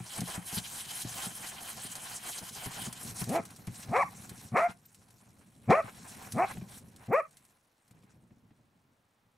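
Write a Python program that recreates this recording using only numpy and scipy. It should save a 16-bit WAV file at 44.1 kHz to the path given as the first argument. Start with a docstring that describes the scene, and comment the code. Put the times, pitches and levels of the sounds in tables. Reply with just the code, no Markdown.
"""A dog digs into a snow hole, heard from inside it.
At first its paws rasp through icy snow four or five times a second and thump the hollow; crumbs tick.
From about three seconds it gives six yelping barks, each climbing from a grunt to a whine that sags;
a few grainy bursts trail the barks. The digging grows fainter and dies away. Snow is filtered bursts
of noise, thumps are ringing modes, and the voice is a stack of gliding harmonics with hoarse breath."""
import sys
import numpy as np
from scipy import signal
from scipy.fft import rfft, irfft, next_fast_len
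from scipy.io import wavfile
from scipy.ndimage import uniform_filter1d

SR = 44100
rng = np.random.default_rng(int(sys.argv[2]) if len(sys.argv) > 2 else 0)


def persist_wave(psi):
    """Save psi, clipped to +-1, as 16-bit WAV."""
    counts = np.round(np.clip(psi, -1, 1) * 32767).astype(np.int16)
    wavfile.write(sys.argv[1], SR, np.atleast_2d(counts).T)


N = 413216
TIME = np.arange(N) / SR

# All levels in the tables are relative: trims, filters and the room come after them.
# faint bed of the hollow: hz, level_db
QUIET_SPECTRUM = [(20, -7), (200, -5.5), (400, -5.5), (1000, -4.5), (4000, -17.5), (10000, -27.5),
                  (15500, -22)]
# likeness of left and right: hz, likeness (0-1)
STEREO_LIKENESS = [(60, 1), (250, 0.9), (700, 0.74), (1400, 0.31), (4000, 0.78), (7000, 1), (10000, 0.58),
                   (15000, 0.2)]
# weight shifting on the roof: time_s, level_db
WEIGHT = [(0, -61), (0.8, -55.5), (2.5, -58.5), (3.1, -51), (4.4, -53.5), (4.9, -65), (5.55, -58.5),
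          (5.95, -53), (6.55, -49.5), (7.05, -59.5), (7.4, -70), (7.8, -85), (7.95, -61), (8.6, -64),
          (9.1, -77)]
# low rumble of the roof: hz, level_db
RUMBLE_SPECTRUM = [(20, -31.5), (55, -12), (115, 0.5), (160, -2.5), (220, -2), (320, -13.5), (550, -19),
                   (1200, -34.5), (4000, -66)]
# paws landing on the roof: start_s, level_db
THUMPS = [(0.002, -32.5), (0.182, -30), (0.216, -25.5), (0.376, -29.5), (0.526, -36.5), (0.569, -28.5),
          (1.046, -30.5), (1.264, -33), (1.844, -38.5), (2.414, -41.5), (2.66, -31.5), (2.812, -40),
          (2.869, -31), (3.048, -37), (3.214, -28.5), (3.674, -29.5), (3.884, -33.5), (4.314, -38),
          (4.686, -37.5), (5.838, -34.5), (6.571, -31.5), (6.612, -34.5), (7.907, -50), (8.033, -49.5),
          (8.307, -51), (8.507, -49.5)]
# modes of the roof and the air under it: hz, level_db, t60_s
ROOF_MODES = [(57, -26.5, .12), (122, 1.5, 0.12), (177, 4.5, 0.07), (203.6, -2, 0.07), (280.4, -15, 0.015)]
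# crust snapping and crumbs landing: start_s, level_db
SNAPS = [(0.206, -30.5), (0.909, -37), (1.954, -33), (1.964, -45), (2.927, -34.5), (3.24, -35),
         (3.292, -34), (3.4527, -41), (3.505, -45.5), (3.562, -45.5), (3.67, -41.5), (4.294, -38.5),
         (4.854, -55), (4.946, -49.5), (5.106, -56), (6.3217, -33), (6.962, -49.5), (7.3093, -58.5),
         (7.37, -49), (7.4507, -56), (7.879, -61), (7.91, -57), (8.036, -66), (8.12, -73)]
# loose snow trickling under the bursts: time_s, level_db
TRICKLE = [(0, -53), (.8, -52), (1.4, -49), (2.8, -52.5), (3.6, -59.5), (4.4, -57.5), (4.78, -71.5),
           (5.0, -68), (5.62, -69.5), (5.98, -56), (6.55, -55), (6.66, -65), (7.25, -72), (7.38, -68),
           (7.7, -79), (7.92, -75.5), (8.25, -83.5), (9.35, -87)]
# grainy bursts: paw strokes, but the rows at 4.64, 4.708 and 6.515 are the noisy tails of barks;
# end_s (where a stroke lifts), length_s, rasp_db (bright part), crunch_db (dull part)
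BURSTS = [(.188, 0.12, -41.5, -46.5), (.36, .12, -41, -46.5), (.588, .12, -37, -45.5),
          (.812, 0.17, -40, -52), (1.022, 0.17, -38.5, -53), (1.268, 0.18, -37.5, -45),
          (1.5, 0.19, -42, -51.5), (1.705, 0.16, -43, -58), (1.87, 0.092, -43, -50),
          (1.925, 0.028, -43, -63), (2.17, 0.17, -42, -53.5), (2.295, .075, -39.5, -46),
          (2.388, 0.081, -39.5, -50), (2.495, 0.068, -42.5, -57), (2.662, .13, -40, -46.5),
          (2.865, 0.15, -38.5, -43.5), (3.11, 0.14, -43.5, -52), (3.218, 0.057, -37, -44),
          (3.36, 0.062, -42, -40.5), (3.838, 0.093, -46.5, -51), (4.03, 0.18, -56, -57),
          (4.255, 0.13, -56.5, -55.5), (4.469, .12, -53, -59), (4.64, .06, -55.5, -47.5),
          (4.708, .025, -57, -43), (5.89, 0.038, -64.5, -47.5), (6.15, .1, -52.5, -51.5),
          (6.275, 0.095, -54, -51), (6.515, 0.037, -49, -38.5), (6.785, 0.091, -49.5, -55.5),
          (7.07, 0.083, -61.5, -57), (8.15, .2, -79, -71)]
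# bright scrape of the crust: hz, level_db
RASP_SPECTRUM = [(500, -28), (1500, -9), (3000, -5.5), (4700, -3.5), (6500, -2.5), (9300, 2), (11000, -1.5),
                 (13000, -5.5), (15500, -14.5)]
# duller crush of packed snow: hz, level_db
CRUNCH_SPECTRUM = [(150, -5), (350, -4.5), (580, -3), (760, 8), (1050, -4), (1300, -2), (2450, -2.5),
                   (2900, -8), (15000, -45.5)]
# resonances of the hole: hz, width_hz, gain_db
HOLE_PEAKS = [(755, 250, -1.5), (1044, 120, 9), (1560, 470, 3.5), (4060, 300, 4), (6360, 130, 3.5),
              (7680, 210, 2)]
# colour with the dog at the opening: hz, width_hz, gain_db
NEAR_PEAKS = [(3110, 360, 8.7)]
# colour with the dog stepped back: hz, width_hz, gain_db
BACK_PEAKS = [(3400, 1500, 0), (5000, 460, -2.5), (5630, 360, 5.5)]
# pitches that cancel in the hole, so a gliding voice dips as it passes: hz, width_hz, gain_db
VOICE_NOTCHES = [(303, 72, -9.5), (609, 40, -13)]
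# barks: start_s (the push), length_s, attack_s, glide_s, top_hz, sag (share of pitch), grunt_db, push_db,
# whine_db, push_rough (0-1), whine_rough (0-1), chest_db, bright_db (open mouth), falsetto (0-1)
BARKS = [(3.293, 0.12, 0.06, .04, 370, 0.63, -34, -25, -29, .62, 0.74, 0, -6, 0),
         (3.912, .132, 0.054, .036, 600.7, 0.39, -34.5, -18.5, -23.5, .75, 0.25, -7, -3.5, 0.94),
         (4.541, 0.14, 0.034, .034, 723.4, 0.028, -30.5, -20, -26.5, .75, 0.29, -5, 1, 0),
         (5.699, 0.12, .008, 0.032, 693.7, 0.18, -19.5, -16, -25.5, .55, 0.29, -1, -2, 0.13),
         (6.361, 0.1, 0.033, .028, 411.4, 0.048, -31.5, -23.5, -26, .35, 0.6, -3, 0.5, 0.73),
         (7.105, 0.11, 0.04, .037, 716.5, .2, -33.5, -20.5, -24, .1, .15, 1, -2, 0.16)]
# the dog's throat and mouth: hz, level_db
THROAT_SPECTRUM = [(60, -18), (130, -10.5), (240, 3), (330, -3.5), (500, 1), (720, 8), (900, -5.5),
                   (1200, 2.5), (1550, -10.5), (1950, -5.5), (2400, -5.5), (2850, -42), (9000, -35),
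                   (15500, -51.5)]
# thin whistles through the nose: start_s, pitch_hz, level_db
WHISTLES = [(4.855, 13400, -58), (7.125, 13500, -52.5)]

EDGE_HZ = 15750  # top of the whole sound
STEP_BACK_S = 3  # the dog works at the opening until then
# a burst bites in, swells and lets go
BITE_S, SWELL_DB, LET_GO_S = 0.017, 7.5, 0.014
# every bark opens with a low grunt and ends with a sag in pitch and a quick release
GRUNT_S, GRUNT_START_HZ, GRUNT_HZ, GRUNT_START_DB = 0.025, 100, 129.4, -39
SAG_S, RELEASE_S, RELEASE_DB = 0.028, 0.018, 21.5
HOARSE_S = 0.03  # pace at which roughness comes and goes around the push
FALSETTO_S = 0.049  # the voice can crack this long before its end


def amp(db):
    """Decibels to gain."""
    return 10 ** (np.asarray(db) / 20)


def evened(x):
    """Scales to rms 1."""
    return x / np.sqrt(np.mean(x ** 2) + 1e-20)


def read_spectrum(points, hz):
    """Reads a spectrum table at any frequencies, along a log frequency axis."""
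    f, value = np.transpose(points)
    return np.interp(np.log(hz + 1), np.log(f + 1), value)


def follow(points, t):
    """Reads a two-column curve at times t."""
    s, value = np.transpose(points)
    return np.interp(t, s, value)


def add(mix, s, sound):
    """Mixes a sound in at time s."""
    part = mix[max(round(s * SR), 0):][:len(sound)]
    part += sound[:len(part)]


def colour(x, points, peaks=()):
    """Filters by a spectrum table with resonance peaks or notches on top."""
    size = next_fast_len(x.shape[-1] + 2048)  # room for the filter to ring
    hz = np.fft.rfftfreq(size, 1 / SR)
    db = read_spectrum(points, hz)
    for f, width, height in peaks:
        db = db + height / (1 + (2 * (hz - f) / width) ** 2)
    return irfft(rfft(x, size) * amp(db), size)[..., :x.shape[-1]]


def wander(size, hz):
    """Smooth chance of rms 1, with a soft speed limit around hz."""
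    full = next_fast_len(size)
    f = np.fft.rfftfreq(full, 1 / SR)
    slow = rfft(rng.standard_normal(full)) * np.exp(-(f / hz) ** 2)
    return evened(irfft(slow, full)[:size])


def spread(pair):
    """Turns two unrelated sounds into left and right, their likeness set per frequency."""
    size = next_fast_len(N)
    same = np.clip(read_spectrum(STEREO_LIKENESS, np.fft.rfftfreq(size, 1 / SR)), 0, 1)
    mid, side = rfft(pair, size) * np.sqrt([(1 + same) / 2, (1 - same) / 2])
    return irfft([mid + side, mid - side], size)[:, :N]


def wide_noise():
    """White noise spread over left and right."""
    return spread(rng.standard_normal((2, N)))


def quiet():
    """The steady faint bed under everything: shaped noise."""
    return amp(-75) * evened(colour(wide_noise(), QUIET_SPECTRUM))


def echoes(x, delay_s, t60):
    """Scattered reflections that start after a delay and die away, different in each ear."""
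    t = np.arange(SR // 2) / SR
    fade = (t > delay_s) * amp(-60 * np.maximum(t - delay_s, 0) / t60)
    taps = rng.standard_normal((2, len(t))) * fade
    taps /= np.linalg.norm(taps, axis=1, keepdims=True)
    return signal.fftconvolve(x[None], taps, axes=1)[:, :N]


def slope_echo(voice):
    """The slope outside throws the barks back faintly, thinned in the bass."""
    thinned = colour(voice, [(200, -16.5), (700, -15.5), (1100, -1), (2400, -1.5)])
    return amp(-15.5) * spread(echoes(thinned, delay_s=0.05, t60=0.062))


def soft_walls(near):
    """The soft walls of the hole answer almost at once."""
    return amp(-14) * echoes(near, delay_s=0.0012, t60=0.17)


def close_wall(x, cancel_hz=1520, width_hz=330, depth=0.46, lean_db=0.65):
    """A close wall thins one band on the left only; the whole leans slightly left."""
    band = signal.lfilter(*signal.iirpeak(cancel_hz, cancel_hz / width_hz, SR), x)
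    return np.array([amp(lean_db) * (x - depth * band), amp(-lean_db) * x])


def rumble(level_db=-2, lumps_db=3):
    """The snow roof gives in small lurches under the dog's weight: low noise of uneven level."""
    noise = evened(colour(wide_noise(), RUMBLE_SPECTRUM))
    return noise * amp(follow(WEIGHT, TIME) + level_db + lumps_db * wander(N, hz=25))


def snaps(decay_s=0.0079, spray_s=0.014, spray_db=-17, level_db=-4):
    """Each snap is a sharp crack of noise with a fainter, longer spray of crumbs."""
    t = np.arange(SR // 8) / SR
    burst = np.exp(-t / decay_s) + amp(spray_db) * np.exp(-t / spray_s)
    envelope = np.zeros(N)
    for s, db in SNAPS:
        add(envelope, s, amp(db) * burst)
    return amp(level_db) * envelope * evened(colour(wide_noise(), RASP_SPECTRUM, HOLE_PEAKS))


def roof_ring(t):
    """The low modes of the roof, each detuned slightly by chance and dying at its own rate."""
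    ring = np.zeros(len(t))
    for hz, mode_db, t60 in ROOF_MODES:
        detuned_hz = hz * (1 + rng.normal() / 50)
        ring += amp(mode_db - 60 * t / t60) * np.cos(2 * np.pi * detuned_hz * t)
    return ring


def thumps(push_s=0.006, crush_s=0.009, crush_db=-15, level_db=-1):
    """A paw gives the roof an uneven push that rings its low modes and crushes a little snow."""
    t, out = np.arange(SR // 4) / SR, np.zeros(N)
    for s, db in THUMPS:
        push = t * np.exp(-t / push_s) * (0.5 + wander(len(t), hz=418.5))
        thud = signal.fftconvolve(push, roof_ring(t))[:len(t)]
        crush = evened(colour(rng.standard_normal(len(t)), CRUNCH_SPECTRUM)) * np.exp(-t / crush_s)
        add(out, s, amp(db + level_db) * (thud / abs(thud).max() + amp(crush_db) * crush))
    return out


def grains(per_s, scatter_db, ring_s):
    """Ice grains breaking: tiny bursts of noise, a few larger than the rest."""
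    breaks = rng.random(N) < per_s / SR
    sizes = amp(scatter_db * np.minimum(rng.exponential(1, N), 5)) * breaks
    # dividing by the rate keeps the level steady while the density changes
    power = signal.lfilter([1], [1, -np.exp(-1 / (ring_s * SR))], sizes ** 2 / per_s)
    return evened(np.sqrt(power) * rng.standard_normal((2, N)))


def patchy(x, depth_db):
    """Lets the colour shift by chance, as it does when grains break in ever new places."""
    z = signal.stft(x, nperseg=256, noverlap=192)[2]
    field = uniform_filter1d(rng.standard_normal(z.shape[1:]), size=18, axis=0)  # across frequency
    field = evened(uniform_filter1d(field, size=22, axis=1))  # across time
    return signal.istft(z * amp(depth_db * field), nperseg=256, noverlap=192)[1][:, :N]


def burst_power():
    """Power of rasp and crunch: each burst swells and lets go over the trickle of loose snow."""
    trickle_db = follow(TRICKLE, TIME)
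    power = amp([trickle_db, trickle_db - 3]) ** 2  # rasp, crunch
    for end_s, length, *levels_db in BURSTS:
        t = np.arange(-length - 4 * BITE_S, 8 * LET_GO_S, 1 / SR)  # 0 is where it lets go
        swell = amp(SWELL_DB * np.minimum(t, 0) / length)
        edges = np.exp(np.minimum(t + length, 0) / BITE_S - np.maximum(t, 0) / LET_GO_S)
        for layer, db in zip(power, levels_db):
            add(layer, end_s + t[0], (amp(db) * swell * edges) ** 2)
    return power


def grainy_snow():
    """Clumps of breaking grains: dense in a hard stroke, sparse in the trickle; also the barks' tails."""
    rasp_db, crunch_db = 10 * np.log10(burst_power())
    per_s = 600 + 10000 * amp(rasp_db + 44.5)  # louder bursts hold more grains
    clumps = wander(N, hz=62)
    back = np.clip((TIME - STEP_BACK_S) * 20, 0, 1)  # 50 ms crossfade
    out = np.zeros((2, N))
    for spectrum, db in (RASP_SPECTRUM, rasp_db), (CRUNCH_SPECTRUM, crunch_db):
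        ice = patchy(spread(grains(per_s, scatter_db=2, ring_s=0.0014)), depth_db=3)
        at_opening = evened(colour(ice, spectrum, HOLE_PEAKS + NEAR_PEAKS))
        stepped_back = evened(colour(ice, spectrum, HOLE_PEAKS + BACK_PEAKS))
        out += ((1 - back) * at_opening + back * stepped_back) * amp(db + 0.6 * clumps)
    return out


def whistle(hz, db):
    """A 16 ms nasal whistle: a sine of slightly unsteady pitch that swells and fades."""
    size = int(0.016 * SR)
    turns = np.cumsum(hz * (1 + 0.012 * wander(size, hz=151.5))) / SR
    return amp(db) * np.hanning(size) * 2 * np.sin(2 * np.pi * turns)


def gesture(length, attack_s, glide_s, top_hz, sag, grunt_db, push_db, whine_db, push_rough, whine_rough):
    """One bark's effort, pitch and roughness: a grunt, a push that glides up, a whine that sags."""
    t = np.arange(-GRUNT_S, length, 1 / SR)  # 0 is the start of the push
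    effort_db = np.interp(t, [-GRUNT_S, 0, attack_s, length - RELEASE_S],
                          [GRUNT_START_DB, grunt_db, push_db, whine_db])
    effort_db -= RELEASE_DB * np.clip(1 + (t - length) / RELEASE_S, 0, 1) ** 2
    pitch = np.interp(t, [-GRUNT_S, 0], [GRUNT_START_HZ, GRUNT_HZ])
    pitch += (top_hz - GRUNT_HZ) * (1 - np.exp(-np.maximum(t, 0) / glide_s))
    pitch *= 1 - sag * np.sin(np.pi / 2 * np.clip(1 + (t - length) / SAG_S, 0, 1)) ** 2
    rough = np.interp(t - attack_s, [-HOARSE_S, 0, HOARSE_S, 2 * HOARSE_S],
                      [0.15, push_rough, (push_rough + whine_rough) / 2, whine_rough])
    return t, effort_db, pitch, np.clip(rough, 0.1, 1)  # never quite pure


def vocal_folds(turns, pitch, rough, crack):
    """Harmonics of the beating folds: softer when slack, blurred with height, fluttering when rough."""
    blur_hz, flutter_hz, flutter, blur, tight_hz = 302, 195, 0.49, 0.15, 450
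    k = np.arange(1, 25)[:, None]  # harmonic numbers
    slope = 0.35 + 0.94 * np.maximum(np.log2(tight_hz / pitch), 0)  # slack folds close softly
    strength = amp(read_spectrum(THROAT_SPECTRUM, k * pitch)) * k ** -slope * (k * pitch < EDGE_HZ)
    strength *= 1 - crack * (k % 2)  # a cracked voice jumps an octave: its odd harmonics fade
    # the higher a harmonic lies, the more its timing blurs
    lag = np.array([wander(pitch.size, blur_hz) for _ in k]) * blur * (k - 1) * pitch / tight_hz
    lag += rng.standard_normal(k.shape)
    # loose tissue flaps at its own low rate and puts side lines between the harmonics
    flap_rate_hz = flutter_hz * (1 + 0.25 * wander(pitch.size, hz=147))
    flap = np.sin(2 * np.pi * np.cumsum(flap_rate_hz) / SR)
    partials = np.cos(2 * np.pi * k * turns + lag) * (1 + flutter * rough * flap * (2 - 1 / k))
    return (strength * partials).sum(0) / np.sqrt((strength ** 2).sum(0) / 2)


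def hoarse_breath(turns, effort_db):
    """Noise puffed once per beat of the folds: throaty, plus a hiss on the hardest pushes."""
    puffs = (0.36 + np.exp(-(turns % 1) / 0.21)) * rng.standard_normal(len(turns))
    throaty = colour(puffs, THROAT_SPECTRUM)
    hoarse = evened(colour(throaty, [(300, -16), (700, 0.5), (3000, -1)]))
    spit = evened(colour(puffs, [(4000, 4.5), (15000, -21.5)]))
    return amp(-4) * hoarse + spit * amp(2.4 * (effort_db + 8.5))


def bark(start, shape, chest_db, bright_db, falsetto):
    """Vocal folds tighten from a dull grunt to a whine; in between they beat unevenly and turn hoarse."""
    t, effort_db, pitch, rough = gesture(*shape)
    crack = falsetto * np.clip((t - t[-1] + FALSETTO_S) / 0.012, 0, 1)
    turns = np.cumsum(pitch * (1 + 0.07 * rough * wander(len(t), hz=402))) / SR
    clear = np.sqrt(1 - rough ** 2) * vocal_folds(turns, pitch, rough, crack)
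    voice = clear + rough * hoarse_breath(turns, effort_db)
    voice = colour(voice, [(200, 0.0019), (350, chest_db), (530, chest_db), (660, 0.00055),
                           (850, 0.0035), (1100, bright_db)])
    return start + t[0], amp(effort_db) * voice * signal.windows.tukey(len(t), 0.04)


def dog():
    """The barks and thin nasal whistles, coloured by the hole from the stepped-back place."""
    out = np.zeros(N)
    for start, *shape, chest_db, bright_db, falsetto in BARKS:
        add(out, *bark(start, shape, chest_db, bright_db, falsetto))
    for s, hz, db in WHISTLES:
        add(out, s, whistle(hz, db))
    return colour(out, [(40, -23), (100, 1)], BACK_PEAKS + VOICE_NOTCHES)


def scene():
    """Layers the bed, the snow and the dog; walls and slope answer the voice, walls also the thumps."""
    voice = dog()
    near = voice + thumps()
    room = soft_walls(near) + slope_echo(voice)
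    snow = rumble() + snaps() + grainy_snow()
    return quiet() + room + snow + close_wall(near)


def record(dry):
    """Band limit: a steep low-pass at EDGE_HZ."""
    low_pass = signal.firwin(511, EDGE_HZ, window=("kaiser", 9), fs=SR)
    return signal.oaconvolve(dry, low_pass[None], "same")


dry = scene()
out = record(dry)
persist_wave(out)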